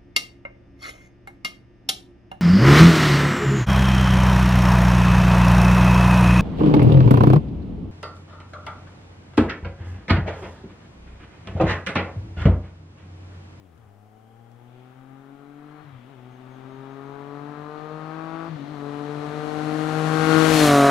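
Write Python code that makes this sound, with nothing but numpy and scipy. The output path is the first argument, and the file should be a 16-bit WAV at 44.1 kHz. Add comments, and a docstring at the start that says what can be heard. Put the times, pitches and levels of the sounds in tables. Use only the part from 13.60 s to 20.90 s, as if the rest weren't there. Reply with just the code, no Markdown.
"""A three-cylinder motorcycle accelerates up a forest road from behind on the left and passes close by.
It drops a gear, then shifts up twice, the pipe booming at each change. One firing rate, bent by the
Doppler shift, drives it all: exhaust orders sweep through the pipe's resonances, gas, intake, clatter
and tyre hiss pulse along, and the gears whine. The pines throw back an echo, a small bird calls
and the bike's wake rumbles as it goes past."""
import sys
import numpy as np
from scipy import signal
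from scipy.fft import rfft, irfft, next_fast_len
from scipy.io import wavfile
from scipy.ndimage import uniform_filter1d, map_coordinates

SR = 44100
rng = np.random.default_rng(int(sys.argv[2]) if len(sys.argv) > 2 else 0)


def wav_out(sig):
    """Save sig, one row per channel (or a flat mono array), as 16-bit PCM at SR to the path in sys.argv[1]."""
    wavfile.write(sys.argv[1], SR, np.round(np.clip(np.atleast_2d(sig).T, -1, 1) * 32767).astype(np.int16))


N = 321930
TIME = np.arange(N) / SR
PASS_S, SPEED_M_PER_S, MISS_M = 7.06, 27, 3.22  # the closest approach

# pipe booms at the gear changes: t/s, level/dB, half-width/s, f/Hz
PIPE_BOOMS = [(.228, -52, .055, 109.5), (2.278, -51, 0.037, 126), (2.35, -52, .03, 92),
              (4.913, -43, .022, 140), (4.95, -44.5, .02, 138)]
# one pull per gear: throttle opens/s, shuts/s, starting firing rate/Hz, climb/(Hz/s), easing/(Hz/s^2),
# clutch flare at t/s, flare height/Hz, fall after shutting/(Hz/s)
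GEAR_PULLS = [(.25, 2.236, 91.6, 26.5, 1.1, .2, 19, 175),
              (2.41, 4.893, 111.68, 14.28, -.82, 2.508, 16.5, 215),
              (5.07, 7.6, 129.9, 12.89, 1.83, 5.115, 9, 200)]


def amp(db):
    """Decibels to gain."""
    return 10 ** (np.asarray(db) / 20)


def unit(x):
    """Scale to rms 1."""
    return x / np.sqrt(np.mean(x ** 2) + 1e-20)


def along(points, hz):
    """Read (f/Hz, value) points on a log frequency axis."""
    f, v = np.transpose(points)
    return np.interp(np.log(hz + 1), np.log(f + 1), v)


def curves(rows):
    """One automation curve for each column after the time."""
    s, *cols = np.transpose(rows)
    return [np.interp(TIME, s, c) for c in cols]


def bell(s, half_width):
    """A smooth bump of height 1 around a moment."""
    return np.exp(-((TIME - s) / half_width) ** 2)


def wobble(rate):
    """A smooth random curve with rate knots a second."""
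    knots = rng.standard_normal(int(N * rate / SR) + 4)
    coarse = TIME[::16]
    return np.interp(TIME, coarse, map_coordinates(knots, [coarse * rate]))


def filtered(x, response):
    """Equalise x with a gain that depends on frequency."""
    m = next_fast_len(N + 8192)
    return irfft(rfft(x, m) * response(np.fft.rfftfreq(m, 1 / SR)), m)[..., :N]


def noise(colour):
    """Two unrelated noises of rms 1, coloured by (f/Hz, level/dB) points."""
    return unit(filtered(rng.standard_normal((2, N)), lambda hz: amp(along(colour, hz))))


def blurred(turns, width_hz):
    """Two unrelated narrow noises of rms 1 around a tone whose phase is given in turns."""
    blur = np.array([wobble(width_hz) + 1j * wobble(width_hz) for ear in range(2)])
    return unit((blur * np.exp(2j * np.pi * turns)).real)


def pulsing(cycle, depth, lag):
    """A gain of rms 1 that swells once per firing."""
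    return unit(np.exp(depth * np.cos(2 * np.pi * (cycle - lag))))


def panned(x, left_db):
    """Pan left by a level difference, keeping the mean gain of the two sides."""
    ratio = amp(left_db) * np.ones(N)
    return 2 * x * np.array([ratio, np.ones(N)]) / (1 + ratio)


def spread(pair, diffuse):
    """Set the width of two unrelated noises: 0 is mono, 1 fully diffuse."""
    turn = np.arccos(1 - np.clip(diffuse, 0, 1)) / 2
    mid, side = pair[0] * np.cos(turn), pair[1] * np.sin(turn)
    return np.array([mid + side, mid - side])


def forest(x, build_s=0.022):
    """Trunks scatter the sound back, differently to each side."""
    # reverb time among the pines: f/Hz, t60/s
    decay = [(100, 0.58), (400, 0.91), (1200, 0.67), (4000, 0.5), (12000, .2)]
    hz, t, spectrum = signal.stft(rng.standard_normal((2, SR)), SR, nperseg=256)
    tail = signal.istft(spectrum * amp(-60 * t / along(decay, hz)[:, None]), SR, nperseg=256)[1]
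    tail *= 1 - np.exp(-(np.arange(tail.shape[1]) / SR / build_s) ** 2)
    echo = signal.fftconvolve(x[None], tail, axes=1)[:, :N]
    mid_gain = np.abs(rfft(tail, SR))[:, 100:1500]
    return echo / np.sqrt(np.mean(mid_gain ** 2))


def still_air():
    """A faint, wide bed of forest air."""
    # air colour: f/Hz, level/dB
    colour = [(20, 6), (45, 0), (100, -12), (300, 1), (1000, -10), (3000, -23.5), (6000, -26),
              (10000, -27.5), (15500, -28)]
    return amp(-62.5) * spread(noise(colour), 0.87) * amp([[1.2], [-1.2]])


def ticks(t60_s=.03):
    """Two small dry ticks of noise."""
    # tick onsets: t/s, level/dB
    hits = [(.177, -62), (.916, -61)]
    envelope = sum((TIME >= s) * amp(db - 60 * np.abs(TIME - s) / t60_s) for s, db in hits)
    return envelope * noise([(200, -15), (1200, 0), (4000, -5), (9000, -12), (15000, -22)])


def bird():
    """A small bird's thin, quivering calls echo in the pines."""
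    # calls: t/s, length/s, f/Hz, relative level/dB
    calls = [(2.69, .1, 6380, -76), (2.89, 0.096, 6430, -72), (3.08, .12, 6449, -76),
             (3.292, .07, 6397, -75), (3.438, 0.058, 6150, -74)]
    trill = np.cumsum(90 * wobble(120)) / SR
    song = np.zeros(N)
    for s, length, hz, db in calls:
        swell = np.sin(np.pi * np.clip((TIME - s) / length, 0, 1))
        song += amp(db - 1) * swell * np.sin(2 * np.pi * (hz * TIME + trill))
    return song + amp(3) * forest(song)


def wake():
    """Air pushed aside by the bike rumbles as it passes."""
    # stirred air: f/Hz, level/dB
    colour = [(15, -30), (28, -11), (45, 0), (80, -2), (130, -14), (300, -40), (1000, -80)]
    return panned(amp(-46) * bell(7.144, .35) * spread(noise(colour), 0.6), left_db=4.4)


def road():
    """The bike's distance in m and its heading (-1 approaching, 1 leaving)."""
    past_m = SPEED_M_PER_S * (TIME - PASS_S)
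    distance = np.hypot(past_m, MISS_M)
    return distance, past_m / distance


def revs(coast_hz=93.04, sag_hz_per_s=150, downshift_s=.175, flare_s=.042, bumps_hz=.15):
    """Firings a second: they sag until a gear catches them, flare as the clutch slips, then climb."""
    rate = coast_hz - sag_hz_per_s * TIME
    sagging, since = np.zeros(N), downshift_s
    for opens, shuts, start, climb, easing, flare_at, flare, fall in GEAR_PULLS:
        t = TIME - opens
        pull = start + climb * t - easing * t ** 2 + flare * bell(flare_at, flare_s)
        rate = np.where(TIME >= since, np.maximum(pull, sagging), rate)
        sagging = np.interp(shuts, TIME, pull) - fall * (TIME - shuts)
        since = shuts
    return uniform_filter1d(rate, size=800) + bumps_hz * wobble(9)  # road bumps shake the revs


def throttle(open_s=.13, shut_s=.016):
    """1 during each pull, 0 between them."""
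    return sum(np.clip((TIME - opens) / open_s, 0, 1) * np.clip((shuts - TIME) / shut_s + .5, 0, 1)
               for opens, shuts, *_ in GEAR_PULLS)


def faders(distance, leaving, engine_rate, reference_m=10, reference_hz=140):
    """Each layer's level in dB, riding on distance, revs, heading and throttle."""
    # per layer: base level/dB, loss per doubling of distance/dB, loss per 100 m of forest/dB,
    # gain per octave of revs under load/dB, gain with the tail facing us/dB, gain off throttle/dB
    mix = { "order 1": (-28, 3, 8.6, 0.5, 1.2, -2.8), "order 2": (-25.5, 4.5, 5, 14.5, 1.2, -2),
           "order 3": (-27.5, 3, 14, 0, 2, -10), "growl": (-31.9, 2, 12, 16, 12, -12),
           "rasp": (-32.6, 3.5, 9, 16, 3.2, -11), "gas": (-31.7, 3.5, 10.4, -5, -3, 1),
           "intake": (-32.9, 3.5, 7.8, 14.5, 2.1, -5), "clatter": (-35, 6.3, 5.6, 3, -3, 0),
           "hiss": (-41.5, 11, 0, 4, -4.5, -2)}
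    # slow swells of the whole engine, without the tyres: t/s, level/dB
    engine_swell = [(0, 1.5), (.5, -.5), (1.55, 0), (1.9, -2.5), (2.25, 0), (2.6, -1), (3.25, 1), (4.2, 0),
                    (4.9, .5), (5.2, -1.5), (5.85, 0), (6.45, 0.74), (6.75, 2.5), (7, -2), (7.3, 1.25)]
    # slow swells of single layers: t/s, level/dB
    layer_swells = { "order 1": [(0, 4), (.4, -2), (.75, 2.2), (1.55, 2.2), (1.9, -1), (3.2, 1),
                    (4.3, -1.5), (4.8, 0), (5.8, -1.7), (6.55, 1.3), (7, -.5)], "order 2": [(0, -7),
                    (.65, 0), (1, -4), (1.3, 0), (1.9, 5), (2.4, -2), (2.9, 1.5), (3.9, 1.5), (4.35, -3),
                    (4.7, 1.5), (5.4, 2), (5.8, -1.5), (6.15, 2.5), (6.42, -4), (6.7, 0.5)],
                    "order 3": [(0, 15), (.48, -7), (.95, -5), (1.2, 6), (1.45, -5.5), (1.8, 6), (2.2, -1),
                    (2.9, 0), (3.5, 7), (3.9, 2), (4.35, 3.5), (4.7, -8.5), (5.35, 3), (6.05, -2.5),
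                    (6.6, 0), (7.1, 0)], "growl": [(0, 11), (.4, 4), (.8, 2), (1.8, .5), (2.7, -5.5),
                    (3.6, 1), (4.4, 1), (5.2, -1.5), (6.8, -0.5), (7.2, 1)], "intake": [(0, -4.5), (.3, 0),
                    (1.9, 0), (2.2, 3.5), (2.55, -0.5), (3.2, 2), (4.6, 0), (6, -1.2), (7.2, 0)],
                    "rasp": [(0, 0), (.4, 8), (.78, 8.5), (1.1, 0), (2.6, -2), (4.1, 4), (5.9, -3),
                    (6.4, -2), (6.72, 4), (6.97, -4.5), (7.27, 4.5)], "clatter": [(0, -2.5), (.5, -4.5),
                    (.95, -2), (1.2, 5), (1.45, -0.5), (2.3, 3), (3.5, -.5), (6.75, -.5), (6.98, 1.5),
                    (7.12, -2), (7.3, 1.5)], "hiss": [(3.3, .7), (5, -1.7), (6.15, 1.7), (6.6, 0.5),
                    (7.12, -1), (7.3, 4.5)]}
    doublings, octaves = np.log2(distance / reference_m), np.log2(engine_rate / reference_hz)
    tail, load = (1 + leaving) / 2, throttle()
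    swell_db, = curves(engine_swell)
    levels = {}
    for layer, (db, spread_db, trees_db, revs_db, tail_db, shut_db) in mix.items():
        emitted_db = db + load * revs_db * octaves + (1 - load) * shut_db + tail_db * tail
        lost_db = spread_db * doublings + trees_db * distance / 100
        levels[layer] = emitted_db - lost_db + swell_db * (layer != "hiss")
    for layer, swell in layer_swells.items():
        levels[layer] += curves(swell)[0]
    return levels


def tyre_hiss(cycle, level_db):
    """Tyre hiss that fills out as the bike passes."""
    # distant hiss: f/Hz, level/dB
    far_colour = [(3500, -23), (5200, -2.5), (6300, -3), (8000, -5.5), (10000, -9), (12500, -15.5),
                  (15500, -25)]
    # close hiss: f/Hz, level/dB
    near_colour = [(3000, 1), (4800, -0.5), (6500, 0), (8000, -2.5), (10400, -7), (12500, -7.5),
                   (15500, -18)]
    near = bell(PASS_S, .26)
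    hiss = np.sqrt(1 - near) * noise(far_colour) + np.sqrt(near) * noise(near_colour)
    return amp(level_db + 0.57 * wobble(60)) * pulsing(cycle, depth=0.12, lag=0.096) * hiss


def engine_clatter(cycle, level_db):
    """Mechanical noise that pulses with the firings and brightens on the approach."""
    # distant clatter: f/Hz, level/dB
    far_colour = [(1300, -30), (1800, -2.5), (2100, 1.5), (2600, -1), (3300, -2), (3800, -8.5), (4500, -15),
                  (6000, -23.5), (7500, -34), (12000, -60)]
    # close clatter: f/Hz, level/dB
    near_colour = [(1300, -32), (1800, 1), (2100, -2), (2800, -2.5), (3700, -4.5), (4400, -8.5),
                   (5200, -15.5), (6000, -17.5), (7500, -29), (12000, -62)]
    far = np.interp(TIME, [2.6, 4.2], [1, 0])
    clatter = np.sqrt(far) * noise(far_colour) + np.sqrt(1 - far) * noise(near_colour)
    return amp(level_db + 0.34 * wobble(45)) * pulsing(cycle, depth=0.078, lag=0.046) * clatter


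def gear_whine(cycle, rate, levels, left_db, diffuse, mesh_order=27.7, sizzle_order=66.3):
    """The primary gear's mesh tone, blurred by backlash; a thin metallic sizzle tracks the revs too."""
    # how the gear case radiates: f/Hz, level/dB
    gear_case = [(2700, -4), (3100, 10), (3500, -2), (3900, -1), (4300, 0), (4550, -8), (4800, -17)]
    whine_db = levels["clatter"] - 11.8 + 4.5 * bell(PASS_S, .6) + along(gear_case, mesh_order * rate)
    whine = amp(whine_db) * blurred(mesh_order * cycle, width_hz=500)
    near = np.interp(TIME, [5.2, 6.2], [0, 1])  # the air swallows the sizzle at a distance
    sizzle = near * amp(levels["hiss"] - 14) * blurred(sizzle_order * cycle, width_hz=750)
    return panned(spread(whine + sizzle, diffuse), left_db * 0.59)


def boom_envelope():
    """A bump of height 1 for each boom."""
    return sum(bell(s, half_width) for s, _, half_width, _ in PIPE_BOOMS)


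def rushing(cycle, levels, left_db, diffuse, gulp_db=3):
    """Gas and intake noise puff with the firings, under clatter and hiss; booms swell the intake."""
    # exhaust gas: f/Hz, level/dB
    gas_colour = [(20, -25), (45, -17), (100, -5.5), (180, -11.5), (260, 1), (360, -5), (520, -3.5),
                  (720, -1), (880, -8.5), (1100, -18.5), (2000, -71)]
    # intake air: f/Hz, level/dB
    intake_colour = [(500, -27), (800, -5), (950, -1.5), (1250, 0.5), (1600, -4.5), (1950, -9),
                     (2400, -16.5), (4000, -84)]
    gas = amp(levels["gas"]) * pulsing(cycle, depth=0.086, lag=0.091) * noise(gas_colour)
    intake_db = levels["intake"] + gulp_db * boom_envelope()
    intake = amp(intake_db) * pulsing(cycle, depth=.15, lag=.15) * noise(intake_colour)
    top_end = engine_clatter(cycle, levels["clatter"]) + tyre_hiss(cycle, levels["hiss"])
    return (panned(spread(gas, diffuse * 1.3), left_db * 0.67)
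            + panned(spread(intake, diffuse), left_db * 1.05)
            + panned(spread(top_end, diffuse * 1.1), left_db * 0.66))


def shift_booms(left_db):
    """The pipe booms and burbles for a moment at each gear change."""
    booms = np.zeros(N)
    for s, db, half_width, hz in PIPE_BOOMS:
        burble = (wobble(70) + 1j * wobble(70)) * np.exp(2j * np.pi * hz * TIME)
        booms += amp(db) * bell(s, half_width) * burble.real
    return panned(booms, left_db * .6)


def low_orders(cycle, levels_db, waver_db=1.7, uneven_db=-17, lag=0.6, lead=1.5):
    """The note's body: three clean orders; unequal cylinders add lines a third of an order away."""
    note = np.zeros(N)
    for k, db in enumerate(levels_db, 1):
        note += amp(db + waver_db * wobble(35)) * np.cos(2 * np.pi * k * cycle + lead - lag * k)
    uneven = amp(levels_db[1] + uneven_db)
    for thirds, db in [(4, -10), (5, 0), (7, -9), (8, -4)]:
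        note += uneven * amp(db + waver_db * wobble(12)) * np.cos(2 * np.pi * thirds / 3 * cycle)
    return np.sqrt(2) * note


def high_orders(cycle, rate, orders, uneven_db, waver_db, smear=0.11, lag=0.15):
    """A band of orders, rms 1, sweeps through the pipe's resonances, which also smear each pulse."""
    # exhaust colour from far off, ahead of the bike, close by and behind it: f/Hz, level/dB
    far = [(400, 19), (560, -0.5), (680, 1.5), (790, 14), (900, -8), (1020, -19), (1150, -10), (1320, -7.5),
           (1480, -14), (1900, -23), (2600, -35), (4000, -36)]
    ahead = [(400, -2), (640, 8.5), (780, 10.5), (930, 6), (1060, 0), (1220, 4.5), (1400, -7.5),
             (1600, -9.5), (1900, -26), (2600, -20.5), (4000, -41)]
    close = [(400, -22), (630, -0.5), (780, 5), (940, -11.5), (1100, -2), (1260, -2.5), (1420, 0),
             (1580, -3), (1750, -12), (2600, -21), (4000, -35)]
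    behind = [(400, -16), (560, 5.5), (710, 10.5), (840, -20), (990, -6.5), (1130, 0), (1280, -1.5),
              (1450, -6.5), (1800, -17), (2600, -24), (4000, -29)]
    # start and end of the three crossfades between those colours: t/s
    crossfades = [2.3, 3.3, 5.3, 6.3, 6.901, 7.12]
    coarse, coarse_rate = TIME[::64], rate[::64]
    view = np.interp(coarse, crossfades, [0, 1, 1, 2, 2, 3])
    # the engine repeats after three firings, so its lines lie a third of an order apart
    thirds = range(3 * orders[0] - 1, 3 * orders[-1] + 2)
    step = np.exp(2j * np.pi * cycle / 3)
    line, note, power = step ** thirds[0], np.zeros(N), 0
    for third in thirds:
        order, between = third / 3, third % 3 != 0
        db = sum(np.clip(1 - np.abs(view - i), 0, 1) * along(colour, order * coarse_rate)
                 for i, colour in enumerate([far, ahead, close, behind]))
        db += waver_db * map_coordinates(rng.standard_normal(100), [coarse * 10])
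        gain = amp(db + between * uneven_db)
        phase = between * rng.uniform(0, 2 * np.pi) - lag - smear * (order - 6) ** 2
        note += np.interp(TIME, coarse, gain) * (line * np.exp(1j * phase)).real
        power += gain ** 2 / 2
        line = line * step
    return note / np.interp(TIME, coarse, np.sqrt(power))


def exhaust(cycle, rate, levels, left_db, diffuse, boom_lift_db=8.5, choke_db=8):
    """The firing note as body, growl and rasp; its echo falls back as the bike comes close."""
    boom = boom_envelope()
    body_db = [levels["order 1"] + boom_lift_db * boom,
               levels["order 2"] - choke_db * boom,
               levels["order 3"] - choke_db * boom]
    cycle = cycle + 0.0028 * wobble(140)  # no two firings are timed quite alike
    body = low_orders(cycle, body_db)
    growl = amp(levels["growl"]) * high_orders(cycle, rate, range(4, 7), uneven_db=-13, waver_db=1.0)
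    rasp = amp(levels["rasp"]) * high_orders(cycle, rate, range(7, 19), uneven_db=-15, waver_db=1.4)
    direct = panned(body, left_db * 0.91) + panned(growl, left_db * 1.4) + panned(rasp, left_db * 1.63)
    send = np.sqrt(np.clip(diffuse, 0, 1)) * (amp(-13) * body + amp(-8) * (growl + rasp))
    # the right side is shaded from the bike and hears a larger share of the trees
    return direct + panned(forest(send), left_db * .1)


def scene():
    """One crankshaft drives the bike's layers, Doppler-shifted, over the quiet forest."""
    # stereo path, scaled by each layer: t/s, left over right/dB, diffuse share/(0-1)
    stereo_path = [(0, 7.5, .55), (1, 9, .8), (2.4, 10, .6), (6.6, 12.5, .6), (6.82, 17, .53),
                   (6.95, 11, 0.3), (7.11, 1, .11), (7.3, 0, .06)]
    left_db, diffuse = curves(stereo_path)
    distance, leaving = road()
    engine_rate = revs()
    rate = engine_rate / (1 + SPEED_M_PER_S * leaving / 343)
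    cycle = np.cumsum(rate) / SR  # firings heard so far
    levels = faders(distance, leaving, engine_rate)
    bike = exhaust(cycle, rate, levels, left_db, diffuse) + rushing(cycle, levels, left_db, diffuse)
    bike += gear_whine(cycle, rate, levels, left_db, diffuse) + shift_booms(left_db)
    return bike + wake() + ticks() + bird() + still_air()


def record(dry, ceiling=.88, knee=8, top_hz=15750):
    """Soft-clip the highest peaks and cut the extreme treble."""
    held = dry / (1 + np.abs(dry / ceiling) ** knee) ** (1 / knee)
    return filtered(held, lambda hz: hz < top_hz)


dry = scene()
out = record(dry)
wav_out(out)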